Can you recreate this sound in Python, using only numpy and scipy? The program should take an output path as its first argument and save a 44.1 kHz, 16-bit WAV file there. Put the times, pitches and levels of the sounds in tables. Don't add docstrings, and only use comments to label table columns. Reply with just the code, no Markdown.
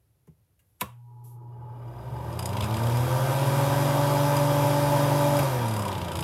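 import sys
import numpy as np
from scipy import signal
from scipy.fft import rfft, irfft, next_fast_len
from scipy.io import wavfile
from scipy.ndimage import uniform_filter1d, map_coordinates

SR = 44100
rng = np.random.default_rng(int(sys.argv[2]) if len(sys.argv) > 2 else 0)


def log_audio(samples):
    frames = np.atleast_2d(samples).T
    limited = np.clip(frames, -1, 1)
    pcm = np.round(limited * 32767).astype(np.int16)
    wavfile.write(sys.argv[1], SR, pcm)


N = 274919
T = np.arange(N) / SR

ON_S, OFF_S, FULL_RPS = .81, 5.39, 48.1

BLADE_MULTIPLES = (3, 6, 9, 12, 18)
# (frequency [Hz], level [dB per Hz])
GRAZE_COLOUR = [(2000, 0.5), (4300, -15.5), (6200, -2), (8000, 6), (11000, 5.5), (13000, 3), (15500, -39.5)]
# (frequency [Hz], level [dB per Hz])
RASP_COLOUR = [(400, -21), (950, 5), (1900, -7.5), (2550, 1.5), (3700, 0.5), (4400, -10), (8000, -18),
               (15000, -28)]


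def amp(db):
    return 10 ** (np.asarray(db) / 20)


def evened(x):
    return x / np.sqrt(np.mean(x ** 2) + 1e-20)


def read(points, hz):
    f, value = np.transpose(points)
    return np.interp(np.log(hz + 1), np.log(f + 1), value)


def add(mix, s, sound):
    part = mix[round(s * SR):][:len(sound)]
    part += sound[:len(part)]


def noise(gain, size=N):
    length = next_fast_len(size)
    spectrum = rfft(rng.standard_normal(length))
    coloured = irfft(spectrum * gain(np.fft.rfftfreq(length, 1 / SR)), length)
    return evened(coloured[:size])


def wander(rate):
    knots = rng.standard_normal(4096)
    coarse = map_coordinates(knots, [T[::64] * rate], order=3, mode="wrap")
    return evened(coarse)[np.arange(N) // 64]


def bumps_db(resonances, hz):
    return sum(db / (1 + (2 * (hz - f) / width) ** 2) for f, width, db in resonances)


def resonance_gain(modes, f):
    return sum(amp(db) / (1 + (2 * (f - hz) / width) ** 2) for hz, width, db in modes)


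def ringing(modes):
    return noise(lambda f: resonance_gain(modes, f))


def burst(bands, rise=.002):
    t, out = np.arange(SR // 2) / SR, np.zeros(SR // 2)
    centres = [row[0] for row in bands]
    edges = [centres[0] / 2, *centres, centres[-1] * np.sqrt(2)]
    for k, (hz, db, delay, t60) in enumerate(bands):
        triangle = [(edges[k], 0), (hz, 1), (edges[k + 2], 0)]
        band = noise(lambda f: np.sqrt(read(triangle, f)), size=len(t))
        age = np.maximum(t - delay, 0)
        out += band * (1 - np.exp(-(age / rise) ** 2)) * amp(db - 60 * age / t60)
    return out


def struck(modes, wait_cycles=1, swell_cycles=1.3):
    t, out = np.arange(SR // 2) / SR, np.zeros(SR // 2)
    for hz, db, t60 in modes:
        age = np.maximum(t - wait_cycles / hz, 0)
        swell = 1 - np.exp(-(age * hz / swell_cycles) ** 2)
        out += swell * amp(db - 60 * age / t60) * np.sin(2 * np.pi * hz * age)
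    return out


def stroke(gain, rise, contact, t60):
    t = np.arange(SR // 8) / SR
    shape = (1 - np.exp(-t / rise)) * amp(-60 * np.maximum(t - contact, 0) / t60)
    return evened(shape * noise(gain, size=len(t))) * np.sqrt(np.mean(shape ** 2))


def room_tone(level_db):
    # (frequency [Hz], level [dB per Hz])
    still_colour = [(25, -29.5), (60, 1), (115, 6), (200, -12), (500, -16.5), (1200, -26), (3000, -30.5),
                    (8000, -33.5), (11800, -24), (15500, -36)]
    return amp(level_db) * noise(lambda f: amp(read(still_colour, f)))


def kitchen(x, wet_db=-13.5, t60=0.17, damp_hz=3600):
    t = np.arange(SR // 2) / SR
    tail = noise(lambda f: 1 / np.hypot(1, f / damp_hz), size=len(t))
    tail = tail * amp(-60 * t / t60) * (t > .006)
    return x + amp(wet_db) * signal.fftconvolve(x, tail / np.linalg.norm(tail))[:N]


def handling():
    bump_s, knock_s = .270, .590
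    # (centre [Hz], level [dB], delay [s], t60 [s])
    bump_bands = [(220, -53, .005, .1), (520, -61, .003, .1), (1200, -68, .001, .09), (4000, -89, 0, .06),
                  (12000, -65, 0, .07)]
    knock_bands = [(704, -84, 0.007, .1), (2300, -72, 0.0021, 0.09), (5000, -86, 0.004, 0.064),
                   (12000, -65, 0.00088, 0.11)]
    # (frequency [Hz], level [dB], t60 [s])
    bump_rings = [(86, -43, .12), (158, -42, .15), (215, -45, .06), (377, -56, .1)]
    knock_rings = [(1630, -75.5, 0.15), (1940, -78, .2), (2794, -66, 0.07)]
    out = np.zeros(N)
    bump = burst(bump_bands, rise=0.0023) + struck(bump_rings, wait_cycles=1.2, swell_cycles=1.3)
    knock = burst(knock_bands, rise=0.00091) + struck(knock_rings, wait_cycles=5.7, swell_cycles=3)
    add(out, bump_s, bump)
    add(out, knock_s, knock)
    return out


def swishes():
    # (time [s], length [s], level [dB])
    hisses = [(.59, 0.86, -77.5), (1.235, 0.15, -57)]
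    colour = [(1500, -17), (3200, -6.5), (5000, -4), (9000, 3.5), (12000, 14.0), (15500, -10)]
    level = np.zeros(N)
    for s, length, db in hisses:
        age = np.clip((T - s) / length, 0, 1)
        level += amp(db) * np.minimum(age * 10, 1) * (1 - age)
    return level * noise(lambda f: amp(read(colour, f)))


def switch(lag=0.0035, slide_db=-40, slide=0.0036):
    # (time [s], level [dB])
    switch_throws = [(ON_S, 0), (OFF_S, -5.5)]
    # (centre [Hz], level [dB], delay [s], t60 [s])
    snap_bands = [(250, -39, 0.0082, 0.12), (535, -39, 0.007, .12), (1080, -37, 0, 0.045),
                  (1730, -31.5, 0.0051, .05), (2520, -29.5, 0.0022, .043), (3640, -37.5, 0.0038, .04),
                  (5550, -35.5, 0.0004, 0.03), (8530, -33.5, 0.0019, .047), (11700, -24.5, 0, .045),
                  (14900, -54, 0.011, .03)]
    echo_bands = [(595, -57, .01, .35), (1080, -50, .0087, .33), (1760, -54, .008, .29),
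                  (2670, -50, .008, .29), (3900, -54, .0068, .2), (6000, -54.5, .0074, .23),
                  (8800, -53.5, .008, .25), (12000, -50, .008, .23)]
    # (frequency [Hz], level [dB], t60 [s])
    latch_modes = [(1985, -33, .055), (2665, -28, .04), (3150, -39.5, 0.053), (3780, -31.5, .055)]
    case_modes = [(80.6, -33.5, .16), (126, -21, .07), (198, -26, .1), (511, -45, .18), (684, -40, .13),
                  (1000, -18.5, .05), (1093, -35, .19), (1155, -41, .2), (1385, -45, .14), (1739, -46, .14),
                  (2692, -50, .22), (2772, -53, .22), (3844, -53, .2)]
    jolt_s, jolt_db = .886, -23
    out = np.zeros(N)
    lead = np.arange(SR // 32) / SR
    case_ring = struck(case_modes, wait_cycles=0.74, swell_cycles=1.5)
    for s, throw_db in switch_throws:
        drag = noise(lambda f: amp(read(GRAZE_COLOUR, f)) + amp(read(RASP_COLOUR, f)), size=len(lead))
        add(out, s - lead[-1], amp(throw_db + slide_db) * drag * np.exp(-lead[::-1] / slide))
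        snap = burst(snap_bands, rise=0.00015) + struck(latch_modes)
        echo = burst(echo_bands, rise=0.0047)
        add(out, s, amp(throw_db) * (snap + echo))
        add(out, s + lag, amp(throw_db) * case_ring)
    add(out, jolt_s, amp(jolt_db) * case_ring)
    return out


def rotor_speed():
    torque_lag_s, gain_rps_per_s, knee = .27, 22.3, 8.5
    coast_s, coast_power = 1.4, 1.27
    driven = np.clip(T, ON_S, OFF_S) - ON_S
    coasting = np.maximum(T - OFF_S, 0)
    ramp = gain_rps_per_s * (driven + torque_lag_s * np.expm1(-driven / torque_lag_s))
    speed = ramp / (1 + abs(ramp / FULL_RPS) ** knee) ** (1 / knee)
    return speed / (1 + coasting / coast_s) ** coast_power


def hum(speed, curve=0.96, release=0.046):
    # (frequency [Hz], relative level [dB])
    partials = [(120, -1.5), (240, -37.5), (840, -25.5), (960, -24.5)]
    rest_db, full_db = -48.5, -32.5
    waver_db, rough_db = 2.2, 1.5
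    lines = np.zeros(N)
    for hz, db in partials:
        roughness = rough_db * np.log2(hz / partials[0][0]) * wander(45)
        lines += amp(db + roughness) * np.sin(2 * np.pi * (hz * T + rng.random()))
    powered = np.clip((T - ON_S) / release, 0, 1) * np.clip((OFF_S + release - T) / release, 0, 1)
    share = abs(speed / FULL_RPS) ** curve
    strength = (1 - share) * amp(rest_db) + share * amp(full_db)
    return evened(lines) * strength * amp(waver_db * share * wander(31)) * powered


def bearings(octaves, turns, level_db=-41, growth_db=7, throb=0.11, whirl=0.15, lumpy_db=2.0):
    # (frequency [Hz], width [Hz], level [dB])
    frame_modes = [(338.7, 20, 0.5), (413, 86, -4), (703, 6.6, -2), (861.7, 10, 8.5), (945, 94, -7.5),
                   (1210, 210, -16.5)]
    spin = 2 ** (octaves / 2)
    surge = (1 + spin * throb * np.cos(4 * np.pi * turns)) * (1 + spin * whirl * np.cos(np.pi * turns))
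    level = level_db + growth_db * octaves + lumpy_db * wander(18)
    return ringing(frame_modes) * surge * amp(level) * (T > ON_S)


def rolling(speed, turns, level_db=-52, growth_db=10, fade_rps=30, count=14):
    # (frequency [Hz], width [Hz], level [dB])
    glide_modes = [(348, 33, 2), (412, 46, 1), (705, 22, -5), (866, 25, 4), (945, 70, -2)]
    balls_per_turn = 6
    colour, out = resonance_gain(glide_modes, np.arange(SR // 4)), np.zeros(N)
    for k in range(1, count + 1):
        order = k * balls_per_turn
        out += colour[(order * speed).astype(int)] * np.sin(2 * np.pi * (order * turns + rng.random()))
    level = level_db + growth_db * np.log2(np.maximum(speed, 1) / fade_rps)
    slow = np.clip(speed - 2, 0, 1) * np.exp(-(speed / fade_rps) ** 6)
    return out * amp(level) * slow * (T < OFF_S)


def whine(speed, octaves, turns, level_db=-52, growth_db=16.5, grain_db=1.9, gap=0.72, limp=.2,
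          dry_rps=7.5):
    # (frequency [Hz], width [Hz], level [dB])
    bearing_modes = [(1540, 200, -29), (3070, 88, -16), (3530, 200, -21), (4920, 110, 15), (6800, 170, 4)]
    chirps = (1 + gap * np.cos(4 * np.pi * turns)) * (1 + limp * np.cos(2 * np.pi * turns))
    chirps = chirps * amp(grain_db * wander(50))
    level = amp(level_db + growth_db * octaves)
    return evened(ringing(bearing_modes) * chirps) * level * np.clip(speed - dry_rps, 0, 1)


def shudder(speed, turns, level_db=-34.0, driven_db=-4, critical_rps=33.55, spread_rps=1.8, hz=965,
            width_hz=110):
    throb = .65
    near = np.exp(-.5 * ((speed - critical_rps) / spread_rps) ** 2)
    level = level_db + driven_db * (T < OFF_S)
    return amp(level) * near * ringing([(hz, width_hz, 0)]) * (1 + throb * np.cos(2 * np.pi * turns))


def brushing(speed, turns, level_db=-64, growth_db=13, from_rps=8.6, until_rps=29, depth_db=5,
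             uneven_db=1.5):
    # (frequency [Hz], width [Hz], level [dB])
    brushed_modes = [(1164, 120, 14), (1553, 60, 9), (1900, 150, -10), (2910, 89, 3), (3330, 150, -15),
                     (3800, 130, -23)]
    touching = np.clip(speed - from_rps, 0, 1) * np.clip(until_rps - speed, 0, 1) * (T < OFF_S)
    level = level_db + growth_db * np.log2(np.maximum(speed, 1) / (2 * from_rps))
    patch_db = depth_db * np.cos(2 * np.pi * turns) + uneven_db * wander(29.43)
    return ringing(brushed_modes) * touching * amp(level + patch_db)


def scrapes(driven_ring_db=2.0, coasting_ring_db=-1, driven_rasp_db=0, coasting_rasp_db=2.5):
    # (time [s], bright graze level [dB], low rasp level [dB])
    touches = [(2.327, -52, -57), (2.391, -37, -38), (2.425, -42, -45), (2.456, -34.5, -42),
               (2.490, -47, -46), (2.53, -50, -41), (2.568, -45, -35.5), (2.606, -41.5, -33),
               (2.623, -45, -38), (2.633, -49, -37), (2.641, -41, -39), (2.658, -49, -51),
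               (2.708, -55, -39), (2.741, -44, -37), (2.767, -42, -36.5), (2.792, -50, -47),
               (2.834, -45, -43), (2.867, -45, -40), (2.897, -49, -40.5), (2.923, -54, -40),
               (2.970, -44, -41), (4.366, -34.5, -54), (5.367, -37, -44), (5.429, -39, -48),
               (5.658, -46, -47), (5.682, -41, -45), (5.71, -45, -45), (5.737, -39.5, -44),
               (5.764, -39.5, -41), (5.793, -40, -47), (5.821, -40, -44), (5.852, -42, -43),
               (5.880, -41, -41), (5.885, -50, -43), (5.915, -57, -39.5), (5.927, -47, -41),
               (5.95, -58, -39.5), (5.98, -46, -41), (6.014, -49, -39.5), (6.046, -48, -42),
               (6.082, -47, -40.5), (6.117, -44, -39.5), (6.132, -47, -55), (6.154, -41, -37),
               (6.169, -42, -42), (6.189, -41, -36.5), (6.206, -38.5, -50), (6.224, -44, -36)]
    # (frequency [Hz], width [Hz], level [dB])
    metal_modes = [(4960, 260, 0), (6950, 250, -10), (8800, 600, -18.5)]
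    rebound_s, rebound_db = .016, -13
    out = np.zeros(N)
    for s, graze_db, rasp_db in touches:
        hiss = stroke(lambda f: amp(read(GRAZE_COLOUR, f)), rise=0.00022, contact=0.0033, t60=0.049)
        chirp = stroke(lambda f: resonance_gain(metal_modes, f), rise=0.001, contact=0.003, t60=0.02)
        if s < OFF_S:
            ring_db, bite_db = driven_ring_db, driven_rasp_db
        else:
            ring_db, bite_db = coasting_ring_db, coasting_rasp_db
        add(out, s, amp(graze_db) * (hiss + amp(ring_db) * chirp))
        for delay, db in ((0, bite_db), (rebound_s, rebound_db)):
            rasp = stroke(lambda f: amp(read(RASP_COLOUR, f)), rise=.0005, contact=.005, t60=.027)
            add(out, s + delay, amp(rasp_db + db) * rasp)
    return out


def boom(speed, level_db=-37.0, worst_rps=41, spread_rps=2.3, hz=88, width_hz=14):
    near = np.exp(-.5 * ((speed - worst_rps) / spread_rps) ** 2) * np.clip(OFF_S - T, 0, 1)
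    return amp(level_db) * near * ringing([(hz, width_hz, 0)])


def buffets(hz=82):
    # (time [s], half length [s], level [dB])
    swells = [(1.62, .06, -51), (2.635, 0.026, -28), (2.775, 0.032, -35), (5.41, .025, -33)]
    level = sum(amp(db) * np.exp(-((T - s) / half) ** 2) for s, half, db in swells)
    return level * np.sin(2 * np.pi * (hz * T + rng.random()))


def housing_db(hz):
    # (frequency [Hz], relative level [dB per Hz])
    rush_colour = [(30, -39), (50, -14.5), (80, -6), (125, 0.5), (180, -9), (300, -10.5), (450, -10),
                   (600, -5.5), (1000, -7.5), (1800, -16), (3500, -22.5), (6500, -25.5), (10000, -23),
                   (12300, -20), (15800, -36.5)]
    # (frequency [Hz], width [Hz], level [dB])
    housing_modes = [(345, 75, 3.5), (446, 31, -23.5), (520, 200, 6), (917, 24.4, 8), (961.4, 61, 8.5),
                     (1112, 33, -13), (1170, 115, 6.5), (1559, 44, 7), (2376, 40, 10), (2800, 260, 3),
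                     (3287, 184, 7.5), (3744, 180, 7), (5110, 770, 4.5), (5920, 39, 12), (6880, 180, 2)]
    return read(rush_colour, hz) + bumps_db(housing_modes, hz)


def shaft(octaves, turns, growth_db=15, tilt_db=-1.5, waver_db=3.0, radiate_hz=230, count=44):
    accents = dict([(2, -9), (5, 8), (7, 3), (8, 7), (11, -4), (14, 4), (16, 5), (21, 5), (24, 5), (27, 3),
                    (31, 5), (33, 3)])
    full_speed_db = -43.5
    grid = np.arange(SR // 8) + 1
    colour_db = housing_db(grid) + tilt_db * np.log2(grid / 1000)
    colour_db = colour_db - 10 * np.log10(1 + (radiate_hz / grid) ** 2)
    rps, out = FULL_RPS * 2 ** octaves, np.zeros(N)
    for order in range(1, count + 1):
        if order not in BLADE_MULTIPLES:
            level = colour_db[(order * rps).astype(int)] + accents.get(order, 0) + waver_db * wander(8.2)
            out += amp(level) * np.sin(2 * np.pi * (order * turns + rng.random()))
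    return out * amp(full_speed_db + growth_db * octaves)


def blades(speed, octaves, turns, waver_db=-0.5, radiate_hz=63, coasting_db=1.0):
    # (level at full speed [dB], growth [dB per doubling])
    tones = [(-31.5, 10), (-30.5, 18), (-43, 19.5), (-34, 25), (-43.5, 15.5)]
    # (frequency [Hz], width [Hz], level [dB])
    duct_modes = [(123.7, 51, 8.5), (264.3, 27.3, -17.5), (327, 28, 9.5), (440, 30, -9), (581.1, 16.4, 7),
                  (864.5, 13, 9.5)]
    flutter_per_s, flutter_db = 35, .13
    out = np.zeros(N)
    for order, (db, growth_db) in zip(BLADE_MULTIPLES, tones):
        hz = order * speed
        level = db + growth_db * octaves + bumps_db(duct_modes, hz)
        level = level + waver_db * wander(8.1) + flutter_db * order * wander(flutter_per_s)
        overtone = order > BLADE_MULTIPLES[0]
        level = level + coasting_db * overtone * np.clip((T - OFF_S) * 10, 0, 1)
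        radiated = hz ** 4 / (hz ** 4 + radiate_hz ** 4)
        tone = np.sin(2 * np.pi * (order * turns + rng.random()))
        out += np.sqrt(2) * amp(level) * radiated * tone
    return out


def airflow(octaves, turns, level_db=-29.5, patchy_db=1.0, chop=0.086):
    # (frequency [Hz], growth [dB per doubling of speed])
    speed_growth = [(50, 15.5), (100, 6), (250, 10.5), (600, 14), (1000, 16.5), (2000, 18.5), (6000, 24.5),
                    (14000, 20.5)]
    # (frequency [Hz], gain [dB per s of coasting])
    lingering = [(100, 11.5), (1000, 4.5), (3000, 8), (12000, 2.5)]
    hz, t, z = signal.stft(rng.standard_normal(N), SR, nperseg=2048, noverlap=1536)
    colour = evened(amp(housing_db(hz)))[:, None]
    growth_db = read(speed_growth, hz)[:, None] * np.interp(t, T, octaves)
    patches = uniform_filter1d(rng.standard_normal(z.shape), 24, axis=0)
    patches = evened(uniform_filter1d(patches, 6, axis=1))
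    linger_db = read(lingering, hz)[:, None] * np.maximum(t - OFF_S, 0)
    z = z * colour * amp(level_db + growth_db + linger_db + patchy_db * patches)
    rush = signal.istft(z, SR, nperseg=2048, noverlap=1536)[1][:N]
    return rush * (1 + chop * np.cos(4 * np.pi * turns))


def scene(quiet_db=-68):
    air_start_s = 0.33
    speed = rotor_speed()
    turns = np.cumsum(speed) / SR
    octaves = np.log2(np.maximum(speed, 1) / FULL_RPS)
    running = np.clip((T - ON_S) / air_start_s, 0, 1)
    air = airflow(octaves, turns) + shaft(octaves, turns) + blades(speed, octaves, turns)
    air = running * (air + boom(speed) + buffets())
    motor = hum(speed) + bearings(octaves, turns) + rolling(speed, turns)
    motor = motor + whine(speed, octaves, turns) + shudder(speed, turns) + brushing(speed, turns)
    tiled = kitchen(handling() + scrapes() + swishes())
    return (air + motor + switch() + tiled + room_tone(quiet_db))[None]


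def record(dry):
    low_cut_hz, top_hz = 44, 15900
    lean = signal.sosfilt(signal.butter(4, low_cut_hz, "highpass", fs=SR, output="sos"), dry)
    band_limit = signal.firwin(511, top_hz, window=("kaiser", 9), fs=SR)
    return signal.oaconvolve(lean, band_limit[None], "same")


dry = scene()
out = record(dry)
log_audio(out)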